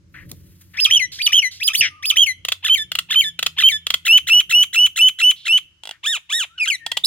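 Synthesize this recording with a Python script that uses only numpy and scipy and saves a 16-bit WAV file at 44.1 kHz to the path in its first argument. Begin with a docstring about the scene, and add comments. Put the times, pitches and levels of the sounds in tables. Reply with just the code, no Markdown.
"""A hand-held myna in a garden

The bird calls right at a phone: squeals, warbles, clucks, yodels and a run of peeps. Its syrinx, the
source, repeats a few syllable shapes; its throat, the filter, rings near 3 kHz. The sound turns rough
and hissy on fast glides. Between calls the bird hisses and whistles thinly. Fingers brush its
feathers, and walls reflect the sound faintly over a distant rumble."""
import sys
import numpy as np
from scipy import signal
from scipy.fft import rfft, irfft, next_fast_len
from scipy.io import wavfile
from scipy.ndimage import uniform_filter1d, map_coordinates

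SR = 44100
rng = np.random.default_rng(int(sys.argv[2]) if len(sys.argv) > 2 else 0)


def master_out(mix):
    """Clip the mix to full scale and print it as 16-bit PCM to the path in sys.argv[1]."""
    frames = np.transpose(np.atleast_2d(mix))
    ceiling = np.clip(frames, -1, 1)
    pcm = np.round(ceiling * 32767).astype(np.int16)
    wavfile.write(sys.argv[1], SR, pcm)


N = 311346
TIME = np.arange(N) / SR


def undb(db):
    """Amplitude ratio of a level in decibels."""
    return 10 ** (np.asarray(db) / 20)


def unit(x):
    """Normalisation to rms 1."""
    return x / np.sqrt(np.mean(x ** 2) + 1e-18)


def curves(table, t):
    """Linear interpolation of a table's columns at times t."""
    times, *columns = np.transpose(table)
    return [np.interp(t, times, c) for c in columns]


def spectrum(table, hz):
    """Interpolation of a table's columns on a logarithmic frequency axis."""
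    f, *columns = np.transpose(table)
    return [np.interp(np.log(hz + 1), np.log(f), c) for c in columns]


def filtered(x, response):
    """Linear filtering: the spectrum of x times a frequency response."""
    size = next_fast_len(x.shape[-1] + 4096)
    return irfft(rfft(x, size) * response(np.fft.rfftfreq(size, 1 / SR)), size)[..., :x.shape[-1]]


def resonance(f, hz, width):
    """Response of a damped resonator, gain 1 at the centre."""
    return 1j * f * width / (hz ** 2 - f ** 2 + 1j * f * width)


def noise(colour, size):
    """Gaussian noise of rms 1, shaped by (f/Hz, level/dB) points."""
    return unit(filtered(rng.standard_normal(size), lambda f: undb(spectrum(colour, f)[0])))


def wander(hz, size):
    """Random fluctuation of rms 1, low-passed at hz."""
    return unit(filtered(rng.standard_normal(size), lambda f: np.exp(-(f / hz) ** 2)))


def gate(t, length, attack, release):
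    """Envelope of a linear rise and a linear fall that ends at length."""
    return np.clip(t / attack, 0, 1) * np.clip((length - t) / release, 0, 1)


def clock(length):
    """Sample times of a short event."""
    return np.arange(int(length * SR)) / SR


def add(track, start, x):
    """Superposition of x on the track from start seconds."""
    i = int(start * SR)
    track[i:i + len(x)] += x[:max(len(track) - i, 0)]


# distant traffic: t/s, level/dB
RUMBLE = [(0, -54.5), (.35, -48), (1.2, -59.5), (3.5, -60), (5.1, -59), (5.75, -69.5), (6.45, -70.5),
          (7.06, -57.5)]
# spectra of traffic and air: f/Hz, level/dB
RUMBLE_COLOUR = [(15, -24), (25, -19.5), (62, -2), (102, 0.5), (177, -4), (227, -18.5), (321, -9),
                 (419, -24), (600, -25.5), (780, -70), (1320, -120)]
AIR_COLOUR = [(300, -24.5), (800, -3), (1500, 2), (3000, -3.5), (6000, -2.5), (12000, -17.5),
              (16000, -25.5)]
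# far motor: t/s, f/Hz, fundamental level/dB, octave level/dB
MOTOR = [(0, 90, -64, -65.5), (.35, 90.6, -48.5, -52.5), (1.2, 87.6, -60, -79), (2.72, 90, -55.5, -80),
         (2.87, 85.2, -77, -57), (3.65, 80.46, -53, -55), (5.3, 79.9, -78.5, -85.5),
         (7.06, 76.8, -78, -72.5)]


def garden(air_db=-70, side=.4, swell_db=3.0, swell_hz=5):
    """Ambient noise: randomly swelling traffic, two harmonics of a far motor and a faint hiss of air."""
    rumble_db = curves(RUMBLE, TIME)[0] + swell_db * wander(swell_hz, N)
    hz, fundamental_db, octave_db = curves(MOTOR, TIME)
    phase = 2 * np.pi * np.cumsum(hz * (1 + 0.018 * wander(15, N))) / SR
    motor = np.sqrt(2) * (undb(fundamental_db) * np.sin(phase) + undb(octave_db) * np.sin(2 * phase))
    rumble = noise(RUMBLE_COLOUR, N) + side * np.array([[1], [-1]]) * noise(RUMBLE_COLOUR, N)
    air = np.array([noise(AIR_COLOUR, N) for _ in range(2)])
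    return undb(rumble_db) * rumble + motor + undb(air_db) * air


# fingers on feathers: t/s, duration/s, level/dB
BRUSHES = [(0.072, 1, -57.5), (0.288, 0.03, -47.5), (0.314, 0.0055, -24), (0.607, 0.022, -48)]
# their spectrum: f/Hz, level/dB
BRUSH_COLOUR = [(290, -44), (500, -17), (1950, 3), (2540, 1), (4030, 1.5), (12700, 3), (16000, 3.5)]
# hand against phone: t/s, duration/s, centre f/Hz, level/dB
BUMPS = [(0.305, 0.041, 111, -43.5), (1.771, 0.081, 110, -47.5)]


def hand():
    """Friction and impact: fingers brush the feathers, with one sharp tick, and bump the phone softly."""
    out = np.zeros(N)
    for start, length, db in BRUSHES:
        t = clock(length)
        friction = undb(db + 2 * wander(40, len(t))) * noise(BRUSH_COLOUR, len(t))
        add(out, start, friction * gate(t, length, length / 4, length / 2))
    for start, length, hz, db in BUMPS:
        t = clock(length)
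        thud = filtered(rng.standard_normal(len(t)), lambda f: resonance(f, hz, 2 * hz) ** 2)
        add(out, start, undb(db) * unit(thud * gate(t, length, length / 4, length / 2)))
    return out


# hisses: t/s, duration/s, centre f/Hz, bandwidth/Hz, level/dB
HISSES = [(0.139, 0.13, 1840, 533, -43.5), (0.735, 0.13, 1930, 680, -42.5), (1.116, 0.14, 4150, 2270, -38),
          (1.509, 0.12, 4200, 2200, -41.5), (5.358, 0.3, 3570, 886, -49), (5.914, 0.086, 1836, 700, -53.5)]
# whistles on the in-breath: start t/s, end t/s, first f/Hz, last f/Hz, level/dB
WHISTLES = [(1.888, 2.03, 1260, 1200, -50.5), (2.019, 2.172, 1210, 1260, -56),
            (6.481, 6.597, 1220, 1600, -57.5), (6.791, 6.983, 1820, 1930, -42.5)]


def wheezes(skirt=0.04):
    """Flow noise: air through the open throat gives bands of hiss and thin whistles."""
    out = np.zeros(N)
    for start, length, hz, width, db in HISSES:
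        t = clock(length)
        air = filtered(rng.standard_normal(len(t)),
                       lambda f: resonance(f, hz, width) * (resonance(f, hz, 2 * width) + skirt * f / hz))
        add(out, start, undb(db) * unit(air * gate(t, length, 0.0058, length * 1.6)))
    for start, end, first_hz, last_hz, db in WHISTLES:
        t = clock(end - start)
        hz = np.linspace(first_hz, last_hz, len(t)) * (1 + 0.022 * wander(60, len(t)))
        whistle = np.sin(2 * np.pi * np.cumsum(hz) / SR)
        add(out, start, undb(db) * unit(whistle * gate(t, end - start, 0.031, 0.005)))
    return out


# response of throat and beak at a gape factor of 1: f/Hz, level/dB
THROAT = [(450, -29.5), (1000, -24.5), (1400, -21), (1800, -20.5), (2200, -9), (2900, -4), (3600, -11.5),
          (4100, -23), (5000, -23.5), (6300, 1.5), (8000, -11), (10000, -2), (13000, -12), (16000, -11)]
# gape: t/s, frequency factor
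GAPE = [(.8, 0.94), (1.7, 0.98), (1.81, 0.94), (2.1, 0.98), (2.7, 1.07), (4, 1.054), (5.6, 1.079),
        (6.1, 1.066), (6.6, 1.043)]


def throat_at(start):
    """Vocal tract tuning: a wider gape raises the throat's resonances."""
    gape, = curves(GAPE, start)
    return [(hz * gape, db) for hz, db in THROAT]


def roughness(hz, effort_db, glide, low_hz=2000, swell_db_per_s=300):
    """Aperiodicity: the sound turns rough and hissy on fast glides, on low notes and as it swells."""
    low = np.maximum(1 - hz / low_hz, 0)
    rise = np.maximum(np.gradient(effort_db) * SR, 0)
    building = uniform_filter1d(np.tanh(rise / swell_db_per_s), size=400)
    return 0.17 * glide + 0.26 * low + 0.092 * building


def harmonics(hz, phase, throat, slope=0.47, top_harmonic=7.0):
    """Harmonic series weighted by the throat: the body, the overtones above 5-6 kHz and their rms."""
    k = np.arange(1, 17)[:, None]
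    rolloff = np.exp(-(k / top_harmonic) ** 4) / k ** slope
    weight = undb(spectrum(throat, k * hz)[0]) * rolloff * (k * hz < SR / 2)
    high = np.clip((k * hz - 5100) / 1000, 0, 1) * (k > 1)
    bands = weight * (1 - high), weight * high
    body, edge = (np.sqrt(2) * np.sum(w * np.cos(k * phase), axis=0) for w in bands)
    body_rms, edge_rms = (np.sqrt(np.sum(w ** 2, axis=0) + 1e-12) for w in bands)
    return body, edge, body_rms, edge_rms


def syllable(shape, trill, throat, length, pitch, overtones_db, rough,
             jitter=0.0046, scatter=.075, breath=0.057, support=0.49, glide_bright_db=9):
    """Source and filter: the throat weights the syrinx's harmonics, and air hisses once a cycle."""
    t = clock(length)
    hz, effort_db = curves(shape, t * shape[-1][0] / length)
    envelope = undb(effort_db) * gate(t, length, attack=.004, release=.004)
    glide = np.tanh(uniform_filter1d(np.abs(np.gradient(np.log(hz))) * SR, size=400) / 30)
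    rough = rough + roughness(hz, effort_db, glide)
    if trill:  # a slow second oscillation modulates pitch and air flow together
        crest, end, rate_hz, swing, depth = trill
        held = gate(t - crest + 1 / rate_hz / 2, end - crest + 1 / rate_hz, .003, 0.0087)
        modulation = held * np.cos(2 * np.pi * rate_hz * (t - crest))
        hz = hz * (1 + swing * modulation)
        envelope = envelope * np.sqrt(1 + depth * modulation)
    hz = pitch * hz * (1 + jitter * wander(97, len(t)) + scatter * rough * wander(1400, len(t)))
    phase = 2 * np.pi * np.cumsum(hz) / SR
    body, edge, body_rms, edge_rms = harmonics(hz, phase, throat)
    flow = 1 + np.cos(phase)
    air = noise(throat, len(t)) * flow
    # the overtones are the first to fray into hiss
    fray = np.tanh(2.4 * rough)
    hiss = filtered(rng.standard_normal(len(t)) * flow, lambda f: resonance(f, 10000, 13000) ** 2)
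    edge = np.sqrt(1 - fray ** 2) * edge / edge_rms + fray * unit(hiss)
    # they grow with effort and flutter a little
    bloom_db = 0.15 * (effort_db - effort_db.max()) + 2 * wander(45, len(t))
    # a note is loud and pure on the throat's resonance, thin and bright off it and on glides
    bright = undb(overtones_db + glide_bright_db * glide + bloom_db) * edge_rms / body_rms
    tone = (body / body_rms + bright * edge) / np.sqrt(1 + bright ** 2)
    shimmer = 1 + .6 * rough * wander(420, len(t))
    return envelope * body_rms ** support * (tone * shimmer + breath * rough * air)


# syllable shapes before stretching and transposition: t/s, f/Hz, effort level/dB
SQUEAL = [(0, 1472, -27), (.02, 2471, -21), (.032, 2580, -14.5), (.04, 4737, -10.5), (.074, 4890, -7),
          (.083, 3090, -4.5), (.091, 2990, -6), (.095, 1800, -8.5)]
CROAK = [(0, 1403, -22), (.012, 1129, -18.5), (.023, 1290, -26), (.035, 1195, -20)]
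WARBLE = [(0, 1615, -22), (.01, 2033, -16.5), (.015, 3020, -7), (.056, 3257, -5.5), (.075, 3000, -5),
          (.088, 2875, -13.5)]
MEW = [(0, 3137, -22), (.012, 2230, -14.5), (.038, 2017, -11), (.06, 2000, -16.5), (.078, 1930, -35)]
SWEEP = [(0, 1645, -16), (.013, 2082, -18), (.02, 3014, -6.5), (.034, 4310, -14.5), (.057, 5090, -5),
         (.074, 4770, -4)]
RASP = [(0, 3400, -6), (.004, 3043, -3), (.012, 2338, -10.5), (.052, 1885, -12), (.086, 1783, -29)]
ARCH = [(0, 821, -36), (.012, 1081, -21.5), (.03, 1315, -18.5), (.035, 1640, -13), (.05, 1783, -10),
        (.085, 1877, -13.5), (.11, 1540, -14.5), (.134, 1190, -17.5), (.155, 448, -30)]
BLIP = [(0, 1435, -19.5), (.006, 1663, -13), (.014, 1610, -12), (.021, 1500, -23)]
SLUR = [(0, 2630, -19), (.009, 2780, -16), (.017, 2500, -13.5), (.037, 2492, -10.5), (.051, 2230, -20),
        (.062, 2040, -17), (.066, 1420, -21.5), (.077, 1253, -20.5), (.083, 1680, -5)]
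SIGH = [(0, 3270, -10), (.014, 2457, -13), (.038, 2136, -14.5), (.056, 2000, -17.5), (.071, 1685, -48)]
YIP = [(0, 3390, -16.5), (.012, 3966, -1), (.015, 4830, -9.5), (.024, 5220, 7)]
# trills: first crest t/s, end t/s, rate/Hz, relative pitch swing, power modulation depth
PLAIN = None
SHAKE = (.0172, .063, 85, .035, .93)
RATTLE = (.009, .09, 109, .22, .35)
# single notes: shape, trill, start t/s, end t/s, pitch factor, gain/dB, overtone gain/dB, base roughness
NOTES = [ (SQUEAL, PLAIN, 0.7686, .865, 1.04, 2.6, -29, 0.062),
         (CROAK, PLAIN, .862, .897, 1.02, 0, -22, 0.16), (WARBLE, SHAKE, .897, .985, 1, 0, -23, 0.082),
         (MEW, PLAIN, .99, 1.069, .99, 0, -25, .03), (SQUEAL, PLAIN, 1.185, 1.28, 0.97, 0, -30.5, 0.034),
         (CROAK, PLAIN, 1.277, 1.314, 1, -2, -17, 0.21),
         (WARBLE, SHAKE, 1.317, 1.405, .98, 0, -22.5, 0.077),
         (MEW, PLAIN, 1.417, 1.495, 1, 0, -24.5, 0.044),
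         (SQUEAL, PLAIN, 1.599, 1.692, 1.025, -.3, -24, 0.04),
         (CROAK, PLAIN, 1.689, 1.725, 1.03, 0, -28.5, .15),
         (SWEEP, PLAIN, 1.733, 1.807, 0.96, 0, -16.5, 0.088),
         (RASP, RATTLE, 1.807, 1.893, 0.94, 0, -37, .015),
         (SQUEAL, PLAIN, 2.024, 2.116, 1.01, -0.55, -23, .03),
         (CROAK, PLAIN, 2.111, 2.146, 1.03, -2, -29, .15),
         (WARBLE, SHAKE, 2.156, 2.248, 1.002, 0, -22.5, 0.013),
         (MEW, PLAIN, 2.259, 2.333, 1.015, 0, -20.5, 0.028),
         (ARCH, PLAIN, 6.03, 6.185, 1, -0.45, -13, 0.029),
         (ARCH, PLAIN, 6.29, 6.455, 1.016, -0.4, -12.5, 0.032),
         (BLIP, PLAIN, 6.577, 6.595, 0.894, -11, -28, 0.049),
         (SLUR, PLAIN, 6.596, 6.679, .99, 0, -20.5, 0.029), (BLIP, PLAIN, 6.676, 6.698, 0.97, 0, -13, .04),
         (SIGH, PLAIN, 6.698, 6.77, 0.98, 0, -19, .044), (YIP, PLAIN, 7.036, 7.062, 1, 0, -26, .05)]


def notes():
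    """Frequency and amplitude modulation: the syrinx follows a few contours, stretched and transposed."""
    out = np.zeros(N)
    for shape, trill, start, end, pitch, db, overtones_db, rough in NOTES:
        note = syllable(shape, trill, throat_at(start), end - start, pitch, overtones_db, rough)
        add(out, start, undb(db) * note)
    return out


# resonances that a cluck excites: f/Hz, bandwidth/Hz, level/dB
CLUCK_MODES = [(669, 190, -7), (1463, 190, -0.5), (2060, 270, 0), (2840, 190, 11), (3240, 265, 12.5),
               (4030, 140, -23), (6500, 1100, -13), (11280, 6700, -38.5), (14770, 4700, -21.5)]


def cluck(length, hollow_db, pulse_hz=900, scatter=.3, air=0.077, mouth_hz=880, mouth_width=220):
    """Impulse excitation: quick, uneven slaps of the syrinx ring throat and mouth."""
    t = clock(0.04)
    cycles = np.cumsum(pulse_hz * np.exp(scatter * wander(670, len(t)))) / SR
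    slaps = np.diff(np.floor(cycles), prepend=-1) * (t < length)
    puff = air * rng.standard_normal(len(t)) * np.exp(-np.maximum(t - length, 0) / .0035)
    modes = list(CLUCK_MODES) + [(mouth_hz, mouth_width, hollow_db)]
    ring = filtered(slaps + puff, lambda f: sum(undb(db) * resonance(f, hz, w) for hz, w, db in modes))
    return unit(ring) * np.sqrt((length + 0.0002) / t[-1])


# bursts: t/s, count, spacing/s, last duration/s, last level/dB, mouth resonance level/dB
CLUCKS = [(2.45, 3, 0.035, 0.006, -12.5, -26), (2.918, 3, 0.035, .0057, -12, -25),
          (3.3915, 3, .036, 0.0058, -11, -30), (3.868, 3, 0.036, 0.0055, -9, -30),
          (5.836, 5, .0187, 0.0015, -21.5, 3), (6.864, 3, 0.053, .0065, -13.5, 0)]


def clucks(growth=2.1, swell_db=3):
    """Pulse trains: evenly spaced clucks, each longer and louder than the one before."""
    out = np.zeros(N)
    for start, count, gap, length, db, hollow_db in CLUCKS:
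        for k in range(count):
            to_go = 1 - k / (count - 1)
            pulse = cluck(length / growth ** to_go, hollow_db)
            add(out, start + k * gap, undb(db - swell_db * to_go) * pulse)
    return out


# yodel shapes before transposition: t/s, f/Hz, effort level/dB
SCOOP = [(0, 765, -40), (.021, 1166, -19), (.026, 1820, -10.5), (.036, 1841, -11.5), (.043, 1374, -13.5),
         (.047, 2187, -14.5), (.056, 1960, -15), (.063, 1318, -13.5), (.074, 1192, -21)]
PIPE = [(0, 3147, -7), (.025, 3195, -8), (.053, 3240, -7), (.058, 2670, 0)]
MOAN = [(0, 2423, -11), (.015, 2270, -18.5), (.031, 1823, -15.5), (.072, 1800, -18), (.095, 1742, -43.5)]
# parts of one yodel: shape, delay/s, overtone gain/dB, base roughness
YODEL = [(SCOOP, 0, -24.5, .02), (PIPE, .071, -19.5, .012), (MOAN, 0.13, -19.5, .03)]
# yodels: t/s, pitch factor, gain/dB
YODELS = [(2.624, 0.97, -0.7), (3.085, 0.97, -0.6), (3.563, 0.97, 2)]


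def yodels():
    """Register breaks: the voice jumps from the low register to the high one and back."""
    out = np.zeros(N)
    for start, pitch, db in YODELS:
        for shape, delay, overtones_db, rough in YODEL:
            note = syllable(shape, PLAIN, throat_at(start), shape[-1][0], pitch, overtones_db, rough)
            add(out, start + delay, undb(db) * note)
    return out


# a peep's opening and close: t/s from the start of each, f/Hz, effort level/dB
HOOK = [(0, 1246, -22), (.008, 1902, -18), (.015, 2150, -13), (.021, 1390, -12.5), (.029, 1314, -12.5)]
FLICK = [(.008, 3206, -8.5), (.013, 1606, -18), (.023, 850, -23)]


def peep_shape(climb, hold, final_hz, from_hz=2560, to_hz=2785, break_s=0.0037, creep_hz_per_s=700,
               swell_s=0.027, onset_db=-12, full_db=-6, hold_db=-5.5):
    """Pitch contour: a low hook, a swelling climb, an upward break, a creeping hold and a flick."""
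    leap = HOOK[-1][0] + break_s
    settled = leap + climb + break_s
    swell = min(swell_s / climb, .9)
    whistle = [(leap, from_hz, onset_db),
               (leap + swell * climb, from_hz + swell * (to_hz - from_hz), full_db),
               (leap + climb, to_hz, full_db),
               (settled, final_hz - creep_hz_per_s * hold, hold_db),
               (settled + hold, final_hz, hold_db)]
    return list(HOOK) + whistle + [(settled + hold + t, hz, db) for t, hz, db in FLICK]


# peeps: t/s, climb/s, hold/s, f/Hz at the end of the hold, gain/dB, overtone gain/dB
PEEPS = [(4.05, 0.043, .041, 2989, 1, -20), (4.268, 0.031, 0.06, 2965, .5, -18.5),
         (4.493, 0.022, 0.073, 2959, -0.5, -18), (4.728, 0.027, 0.064, 2984, -1.5, -18),
         (4.958, .022, 0.062, 3035, -1, -17), (5.185, 0.021, .06, 3000, -1.65, -19),
         (5.451, 0.04, 0.042, 2990, -3, -21)]


def peeps(rough=0.014):
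    """Resonant reinforcement: each whistle climbs to the throat's peak near 3 kHz and holds there."""
    out = np.zeros(N)
    for start, climb, hold, hz, db, overtones_db in PEEPS:
        shape = peep_shape(climb, hold, hz)
        note = syllable(shape, PLAIN, throat_at(start), shape[-1][0], 1, overtones_db, rough)
        add(out, start, undb(db) * note)
    return out


# the turning head: t/s, lag at the right port/samples, level/dB of the highest treble
HEAD = [(0, 3.7, -5), (3.6, 3.5, 6), (4.4, 2.66, 2.5), (5.5, 1.82, 1.5), (6.1, 1.88, 4), (6.7, 2.13, -6),
        (7.06, 1.54, -1)]


def beamed(x, beam_hz=13500):
    """Directivity: the highest treble leaves the beak in a narrow beam that swings as the head turns."""
    _, top_db = curves(HEAD, TIME)
    top = filtered(x, lambda f: 1 / (1 + (beam_hz / (f + 1)) ** 20))
    return x + (undb(top_db) - 1) * top


# microphone ports, left relative to right: f/Hz, level/dB, phase lead/rad
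PORTS = [(400, -0.5, 0.54), (1190, 3, 0.73), (1640, 3, 0.15), (1856, 10, -0.022), (2322, 12, 0.2),
         (2446, -2.5, -1.6), (2720, -0.5, -1.8), (2990, -2, -0.55), (3145, -2, -1.05), (3266, -4.5, -0.49),
         (4900, -5.5, 0.37), (6830, 6, 0.27), (8350, -2.5, -0.82), (13100, 5, -0.33)]


def ports(x):
    """Shadowing and path difference: the phone shades each port differently, and the right one lags."""
    def shade(f):
        db, lead = spectrum(PORTS, f)
        pair = np.array([undb(db) * np.exp(1j * lead), np.ones(len(f))])
        return pair * np.sqrt(2 / (1 + undb(db) ** 2))
    left, right = filtered(x, shade)
    lag, _ = curves(HEAD, TIME)
    return np.array([left, map_coordinates(right, [np.arange(N) - lag], order=3)])


# echoes of hand and phone, pots, far walls, leaves: delay/s, T60/s, centre f/Hz, bandwidth/Hz, level/dB
ECHOES = [(0.00069, 0.033, 11000, 9100, -10.5), (.004, 0.14, 3000, 16000, -15.5),
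          (0.021, .55, 2200, 2200, -29), (.012, 0.29, 11000, 7000, -24)]


def reflections(x):
    """Diffuse reflection: each group of surfaces returns a decaying echo; the far walls are dullest."""
    t = clock(.7)
    response = 0
    for delay, t60, hz, width, db in ECHOES:
        decay = unit(undb(-60 * t / t60) * (t > delay)) / np.sqrt(len(t))
        tail = decay * rng.standard_normal((2, len(t)))
        response = response + undb(db) * filtered(tail, lambda f: resonance(f, hz, width))
    return signal.fftconvolve(x[None], response, axes=1)[:, :N]


def scene():
    """Superposition of the direct sound, its reflections and the garden's ambient noise."""
    voice = beamed(notes() + yodels() + peeps())
    direct = voice + clucks() + wheezes() + hand()
    return ports(direct) + reflections(direct) + garden()


def record(dry, ceiling=.9, top_hz=15900):
    """Limiting: a soft limiter rounds the very loudest peaks, and a low-pass filter cuts the top."""
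    rounded = dry / (1 + (dry / ceiling) ** 12) ** (1 / 12)
    return signal.sosfilt(signal.ellip(10, .2, 80, top_hz, fs=SR, output="sos"), rounded)


dry = scene()
out = record(dry)
master_out(out)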